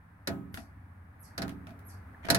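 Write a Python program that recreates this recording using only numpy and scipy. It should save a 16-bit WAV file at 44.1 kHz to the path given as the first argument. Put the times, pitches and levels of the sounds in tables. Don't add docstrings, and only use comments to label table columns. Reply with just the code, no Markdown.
import sys
import numpy as np
from scipy import signal
from scipy.fft import rfft, irfft
from scipy.io import wavfile
from scipy.ndimage import uniform_filter1d

SR = 44100
rng = np.random.default_rng(int(sys.argv[2]) if len(sys.argv) > 2 else 0)


def wav_out(sig):
    wavfile.write(sys.argv[1], SR, np.round(np.clip(np.atleast_2d(sig).T, -1, 1) * 32767).astype(np.int16))


N = 105222
T = np.arange(SR * 3 // 4) / SR

# freq_hz, correlation
NEAR_LIKENESS = [(60, .93), (130, 1), (300, 0.36), (640, 0.66), (1400, -0.22), (3000, -0.14),
                 (15000, 0.021)]
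FAR_LIKENESS = [(60, 0.99), (130, 0.98), (290, 0.87), (640, 0.31), (1400, 0), (15000, 0.039)]

# freq_hz, relative_db_per_hz
RUMBLE_SPECTRUM = [(20, -48), (40, -28), (65, -2), (92, -3), (120, -8.5), (170, -12), (240, -12),
                   (300, -15), (400, -55), (800, -48.5), (2000, -90)]
# freq_hz, level_over_rumble_noise_db
DRONE_TONES = [(66, -9), (78, -9), (91.5, -1), (105, -9)]
# freq_hz, relative_db_per_hz
WASH_SPECTRUM = [(100, 6), (400, -5), (560, -2), (800, 4), (1700, 3), (2300, -6), (3000, -20),
                 (5800, -28.5), (7300, -30.5), (9000, -23), (15500, -26)]
# time_s, rumble_db, wash_db
OUTDOOR_LEVELS = [(0, -58, -63), (.25, -55, -62), (.7, -51, -61), (1.099, -53.5, -62), (1.35, -51, -58),
                  (1.8, -50.5, -58), (1.94, -48, -56.5), (2.02, -48.5, -57.5), (2.38, -53.5, -57)]
# freq_hz, relative_db_per_hz
ROAR_SPECTRUM = [(100, -21), (220, 7), (300, -0.5), (430, -0.5), (550, -6), (900, -12.5), (2000, -46.5)]
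# time_s, level_db
ROAR_LEVELS = [(0, -80), (1.1, -72), (1.8, -62.5), (2.38, -65)]
WAVER_RMS_HZ = 1.85

# start_s, level_db
CHIP_CALLS = [(0.52, -44), (1.188, -44.5), (1.842, -44)]
# time_from_start_s, pitch_hz, relative_db
CHIP_PATH = [(0, 11450, -6.5), (.010, 11400, -5), (.018, 10950, -7.5), (0.023, 9300, -12.5),
             (0.034, 7900, -11.5), (.038, 6200, -11), (.047, 4940, -14), (.056, 4350, -13)]
CHIP_JITTER_RATIO, CHIP_PAN_DB = 0.011, -3
YARD_T60_S, YARD_RISE_S = 0.23, 0.033

# start_s, pitch_hz, level_db
WET_PIPS = [(1.308, 1690, -49), (2.146, 1725, -38.5)]
# time_s, level_db
SCRAPE_LEVELS = [(2.225, -78), (2.234, -55), (2.254, -44), (2.272, -47), (2.286, -68)]
# freq_hz, relative_db_per_hz
GRAIN_SPECTRUM = [(200, -12), (420, -16), (590, 5), (1000, -13), (1700, 14), (3200, -3), (5000, -17),
                  (7000, -19), (10000, -18), (16000, -32)]
PIP_T60_S, PIP_RISE_S = 0.019, 0.0013
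GRAINS_PER_S, GRAIN_SPREAD_DB, GRAIN_T60_S = 600, 5, 0.012

# start_s, click_db, tilt_db_per_octave, ring_db, left_minus_right_db
BLADE_TICKS = [(0.5422, -33, 1, -59, 1), (0.5737, -33.5, -1.5, -47, 2.5), (1.48, -40, 0, -58, -5),
               (1.4932, -38, 0, -54, 0.5), (1.669, -41, -1.5, -50.5, -1), (1.692, -49, -1, -61, 3),
               (1.706, -51.5, 1, -57.5, 0), (1.7915, -55.5, 6, -75, -1), (2.2466, -39, -4.5, -46.5, -7),
               (2.2532, -39, -0.5, -54, -4), (2.267, -35.5, -4.5, -55, 2)]
# freq_hz, relative_db_per_hz
TICK_SPECTRUM = [(100, 5), (300, 7), (600, -11), (1100, 0), (1600, 3.5), (2600, -3), (5000, -9),
                 (7500, -16.5), (11000, -12), (16000, -20)]
# freq_hz, relative_db, t60_s
BLADE_EDGE_MODES = [(1410, -11, 0.042), (1646, -14, 0.004), (5260, -18, 0.0037)]
# freq_hz, relative_db_per_hz
RING_SPECTRUM = [(80, -36), (200, 12), (300, -1.5), (480, -20), (670, -1.5), (900, -17), (2000, -27),
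                 (5000, -71)]
# freq_hz, relative_db, t60_s
PLASTIC_CARD_MODES = [(645, -6.5, 0.23), (685, -8, 0.27), (772, -9.5, .2), (2440, -18, 0.13),
                      (2640, -15, 0.094)]
TICK_T60_S, TICK_RISE_S, TICK_TAIL_DB, TICK_TAIL_T60_S = 0.009, 0.00031, -11, 0.16
RING_T60_S, RING_RISE_S, RING_NOISE_DB, CARD_DB = 0.25, 0.004, -1.5, 4

# start_s, clack_db, treble_tilt_db_per_octave, boom_db, left_minus_right_db
FRAME_KNOCKS = [(.2730, -31.5, 1, -31, -1), (1.3783, -35, 0, -35, -4.5), (1.419, -35, -0.7, -37, -3.5),
                (2.2855, -30.5, -5.5, -27, 4.5), (2.3015, -20.5, 2.95, -25, -4),
                (2.3463, -23.5, 1.86, -30, -3.5)]
# freq_hz, relative_db_per_hz
CLACK_SPECTRUM = [(100, -6.5), (450, -4), (680, 3.5), (1000, -8), (1500, 8), (2300, -1.5), (3300, -7),
                  (4300, 1.5), (5500, -1.5), (6900, -8.5), (8800, -10.5), (10700, -7), (13000, -10),
                  (16000, -25.5)]
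# freq_hz, t60_s
CLACK_DECAY = [(300, 0.067), (1000, 0.29), (2000, 0.13), (4500, 0.072), (10000, 0.063), (16000, 0.032)]
# freq_hz, relative_db, t60_s
WINDOW_FRAME_MODES = [(673, -3, 0.086), (947, -13, 0.18), (1492, -23.5, 0.14), (1717, -14, 0.095),
                      (1890, -11.5, 0.11), (2463, -21, 0.17), (4060, -6, 0.06), (4500, -11, 0.063),
                      (4900, -8.5, 0.04)]
# freq_hz, relative_db_per_hz
BOOM_SPECTRUM = [(30, -56), (70, 4), (130, -6.5), (280, -2.5), (420, -6), (680, -6), (1000, -14.5),
                 (1600, -27.5), (3000, -32.5), (5000, -33), (8000, -40.5), (16000, -43)]
# freq_hz, t60_s
BOOM_DECAY = [(70, 0.42), (250, 0.69), (600, 0.16), (1500, 0.47), (5000, 0.18), (16000, 0.5)]
# freq_hz, relative_db, t60_s
PANE_MODES = [(84.93, -13.5, 1), (127.3, -7.5, 0.79), (172.44, -5.5, 1), (195, -5, 0.93), (244.6, -7, 0.79),
              (280.5, -3, 0.74), (303.7, -14, 0.42), (392, -11, 0.56), (560, -10.5, 0.356),
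              (664.8, -6.5, .3), (679.4, 4.5, 0.17), (799, -13, 0.38), (1268, -18, 0.61)]
# freq_hz, level_db, t60_s
OPENING_HUM = [(167.5, -57.5, 1.66)]
# freq_hz, left_minus_right_db
KNOCK_BALANCE = [(60, -4.5), (150, -3.5), (400, -2), (1200, 2), (2400, 3), (4500, -1), (8500, 1.5),
                 (12000, -1), (16000, 4.5)]
CLACK_RISE_S, CLACK_HOLD_S, SHARED_BODY_POWER, FRAME_DB = 0.00062, 0.003, 0.75, -1
SNAP_DB, SNAP_T60_S = 1, 0.021
BOOM_DB, BOOM_RISE_S, BOOM_HOLD_S = -2, 0.013, 0.013
PANE_DB, PANE_RISE_S = -1.5, 0.016

BAND_LIMIT_HZ = 16100


def amp(db):
    return 10 ** (np.asarray(db) / 20)


def evened(x):
    return x / np.sqrt(np.mean(x ** 2) + 1e-20)


def read(points, hz):
    f, value = np.transpose(points)
    return np.interp(np.log(hz + 1), np.log(f + 1), value)


def pan(db):
    return amp([[db / 2], [-db / 2]])


def add(mix, start_s, sound):
    part = mix[:, round(start_s * SR):][:, :sound.shape[1]]
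    part += sound[:, :part.shape[1]]


def octaves_over_1k(hz):
    return np.log2(np.maximum(hz, 1000) / 1000)


def noise(spectrum, likeness, size, tilt_db=0):
    hz = np.fft.rfftfreq(size, 1 / SR)
    a, b = rfft(rng.standard_normal((2, size)))
    c = np.clip(read(likeness, hz), -1, 1)
    right = c * a + np.sqrt(1 - c ** 2) * b
    colour = amp(read(spectrum, hz) + tilt_db * octaves_over_1k(hz))
    return evened(irfft(np.array([a, right]) * colour, size))


def fade(t60_s, rise_s, hold_s=0):
    decay = 1e-3 ** (np.maximum(T - hold_s, 0) / t60_s)
    return (1 - np.exp(-T / rise_s)) * decay


def die_away(x, decay, rise_s, hold_s=0):
    hz, z = np.fft.rfftfreq(len(T), 1 / SR), rfft(x)
    centres_hz = [f for f, _ in decay]
    out = 0
    for weights, (_, t60_s) in zip(np.eye(len(decay)), decay):
        band_gain = read(list(zip(centres_hz, weights)), hz)
        out = out + irfft(z * band_gain, len(T)) * fade(t60_s, rise_s, hold_s)
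    return out


def modes(table, rise_s, apart_cycles):
    draws = rng.standard_normal((len(table), 3, 1))
    out = 0
    for (hz, db, t60_s), p in zip(table, draws):
        cycles = hz * T + p[0] + apart_cycles * p[1:]
        out = out + amp(db) * np.sin(2 * np.pi * cycles) * fade(t60_s, rise_s)
    return out


def outdoor_rumble():
    t = np.arange(N) / SR
    time_s, rumble_db, _ = np.transpose(OUTDOOR_LEVELS)
    low = noise(RUMBLE_SPECTRUM, FAR_LIKENESS, N)
    for hz, db in DRONE_TONES:
        waver = np.interp(t, np.linspace(0, t[-1], 24), rng.standard_normal(24))
        cycles = np.cumsum(hz + WAVER_RMS_HZ * waver) / SR
        low = low + amp(db) * np.sqrt(2) * np.sin(2 * np.pi * cycles)
    return amp(np.interp(t, time_s, rumble_db)) * evened(low)


def outdoor_wash():
    time_s, _, wash_db = np.transpose(OUTDOOR_LEVELS)
    level_db = np.interp(np.arange(N) / SR, time_s, wash_db)
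    return amp(level_db) * noise(WASH_SPECTRUM, FAR_LIKENESS, N)


def outdoor_roar():
    level_db = np.interp(np.arange(N) / SR, *np.transpose(ROAR_LEVELS))
    return amp(level_db) * noise(ROAR_SPECTRUM, FAR_LIKENESS, N)


def chips():
    out = np.zeros((2, N))
    time_s, pitch_hz, path_db = np.transpose(CHIP_PATH)
    t = np.arange(0, time_s[-1], 1 / SR)
    for start_s, level_db in CHIP_CALLS:
        jitter = evened(uniform_filter1d(rng.standard_normal(len(T)), size=12))[:len(t)]
        cycles = np.cumsum(np.interp(t, time_s, pitch_hz) * (1 + CHIP_JITTER_RATIO * jitter)) / SR
        call = amp(np.interp(t, time_s, path_db)) * np.sin(2 * np.pi * cycles)
        yard = rng.standard_normal((2, len(T))) * fade(YARD_T60_S, YARD_RISE_S)
        yard = yard / np.linalg.norm(yard[0])
        add(out, start_s, amp(level_db) * signal.fftconvolve(call[None], yard, axes=1))
    return out * pan(CHIP_PAN_DB)


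def scrape():
    hits = rng.random(N) < GRAINS_PER_S / SR
    slips = hits * amp(GRAIN_SPREAD_DB * np.minimum(rng.exponential(1, N), 3))
    grain = noise(GRAIN_SPECTRUM, NEAR_LIKENESS, len(T)) * fade(GRAIN_T60_S, 0.00017)
    grains = evened(signal.fftconvolve(slips[None], grain, axes=1)[:, :N])
    level_db = np.interp(np.arange(N) / SR, *np.transpose(SCRAPE_LEVELS), left=-np.inf, right=-np.inf)
    return grains * amp(level_db)


def pips():
    out = np.zeros((2, N))
    for start_s, hz, db in WET_PIPS:
        add(out, start_s, modes([(hz, db, PIP_T60_S)], PIP_RISE_S, apart_cycles=0.05))
    return out


def ticks():
    out = np.zeros((2, N))
    for start_s, click_db, tilt_db, ring_db, pan_db in BLADE_TICKS:
        shape = fade(TICK_T60_S, TICK_RISE_S, 0.00033)
        shape = shape + amp(TICK_TAIL_DB) * fade(TICK_TAIL_T60_S, 0.001)
        click = noise(TICK_SPECTRUM, NEAR_LIKENESS, len(T), tilt_db) * shape
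        click = click + modes(BLADE_EDGE_MODES, TICK_RISE_S, apart_cycles=0.091)
        glass = noise(RING_SPECTRUM, NEAR_LIKENESS, len(T)) * fade(RING_T60_S, RING_RISE_S, 0.021)
        card = modes(PLASTIC_CARD_MODES, RING_RISE_S, apart_cycles=0.029)
        ring = amp(RING_NOISE_DB) * glass + amp(CARD_DB) * card
        add(out, start_s, pan(pan_db) * (amp(click_db) * click + amp(ring_db) * ring))
    return out


def clack(body, tilt_db):
    fresh = noise(CLACK_SPECTRUM, NEAR_LIKENESS, len(T))
    struck = np.sqrt(SHARED_BODY_POWER) * body + np.sqrt(1 - SHARED_BODY_POWER) * fresh
    plain = die_away(struck, CLACK_DECAY, CLACK_RISE_S, CLACK_HOLD_S)
    plain = plain + amp(FRAME_DB) * modes(WINDOW_FRAME_MODES, CLACK_RISE_S, apart_cycles=0.18)
    tilt = amp(tilt_db * octaves_over_1k(np.fft.rfftfreq(len(T), 1 / SR)))
    tilted = evened(irfft(rfft(plain) * tilt, len(T))) * plain.std()
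    snap = noise(CLACK_SPECTRUM, NEAR_LIKENESS, len(T), tilt_db) * fade(SNAP_T60_S, CLACK_RISE_S, 0.00086)
    return tilted + amp(SNAP_DB) * snap


def boom():
    cabin = noise(BOOM_SPECTRUM, NEAR_LIKENESS, len(T))
    cabin = die_away(cabin, BOOM_DECAY, BOOM_RISE_S, BOOM_HOLD_S)
    pane = modes(PANE_MODES, PANE_RISE_S, apart_cycles=0.081)
    return amp(BOOM_DB) * cabin + amp(PANE_DB) * pane


def knocks():
    out = np.zeros((2, N))
    body = noise(CLACK_SPECTRUM, NEAR_LIKENESS, len(T))
    for start_s, clack_db, tilt_db, boom_db, pan_db in FRAME_KNOCKS:
        blow = amp(clack_db) * pan(pan_db) * clack(body, tilt_db)
        add(out, start_s, blow + amp(boom_db) * boom())
    add(out, 0, modes(OPENING_HUM, PANE_RISE_S, apart_cycles=0.042))
    lean_db = read(KNOCK_BALANCE, np.fft.rfftfreq(2 * N, 1 / SR))
    return irfft(rfft(out, 2 * N) * amp([lean_db / 2, -lean_db / 2]))[:, :N]


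def scene():
    outdoors = outdoor_rumble() + outdoor_wash() + outdoor_roar() + chips()
    squeegee = scrape() + pips() + ticks() + knocks()
    return outdoors + squeegee


def record(dry):
    lowpass = signal.firwin(255, BAND_LIMIT_HZ, window=("kaiser", 8), fs=SR)
    return signal.oaconvolve(dry, lowpass[None], "same")


dry = scene()
out = record(dry)
wav_out(out)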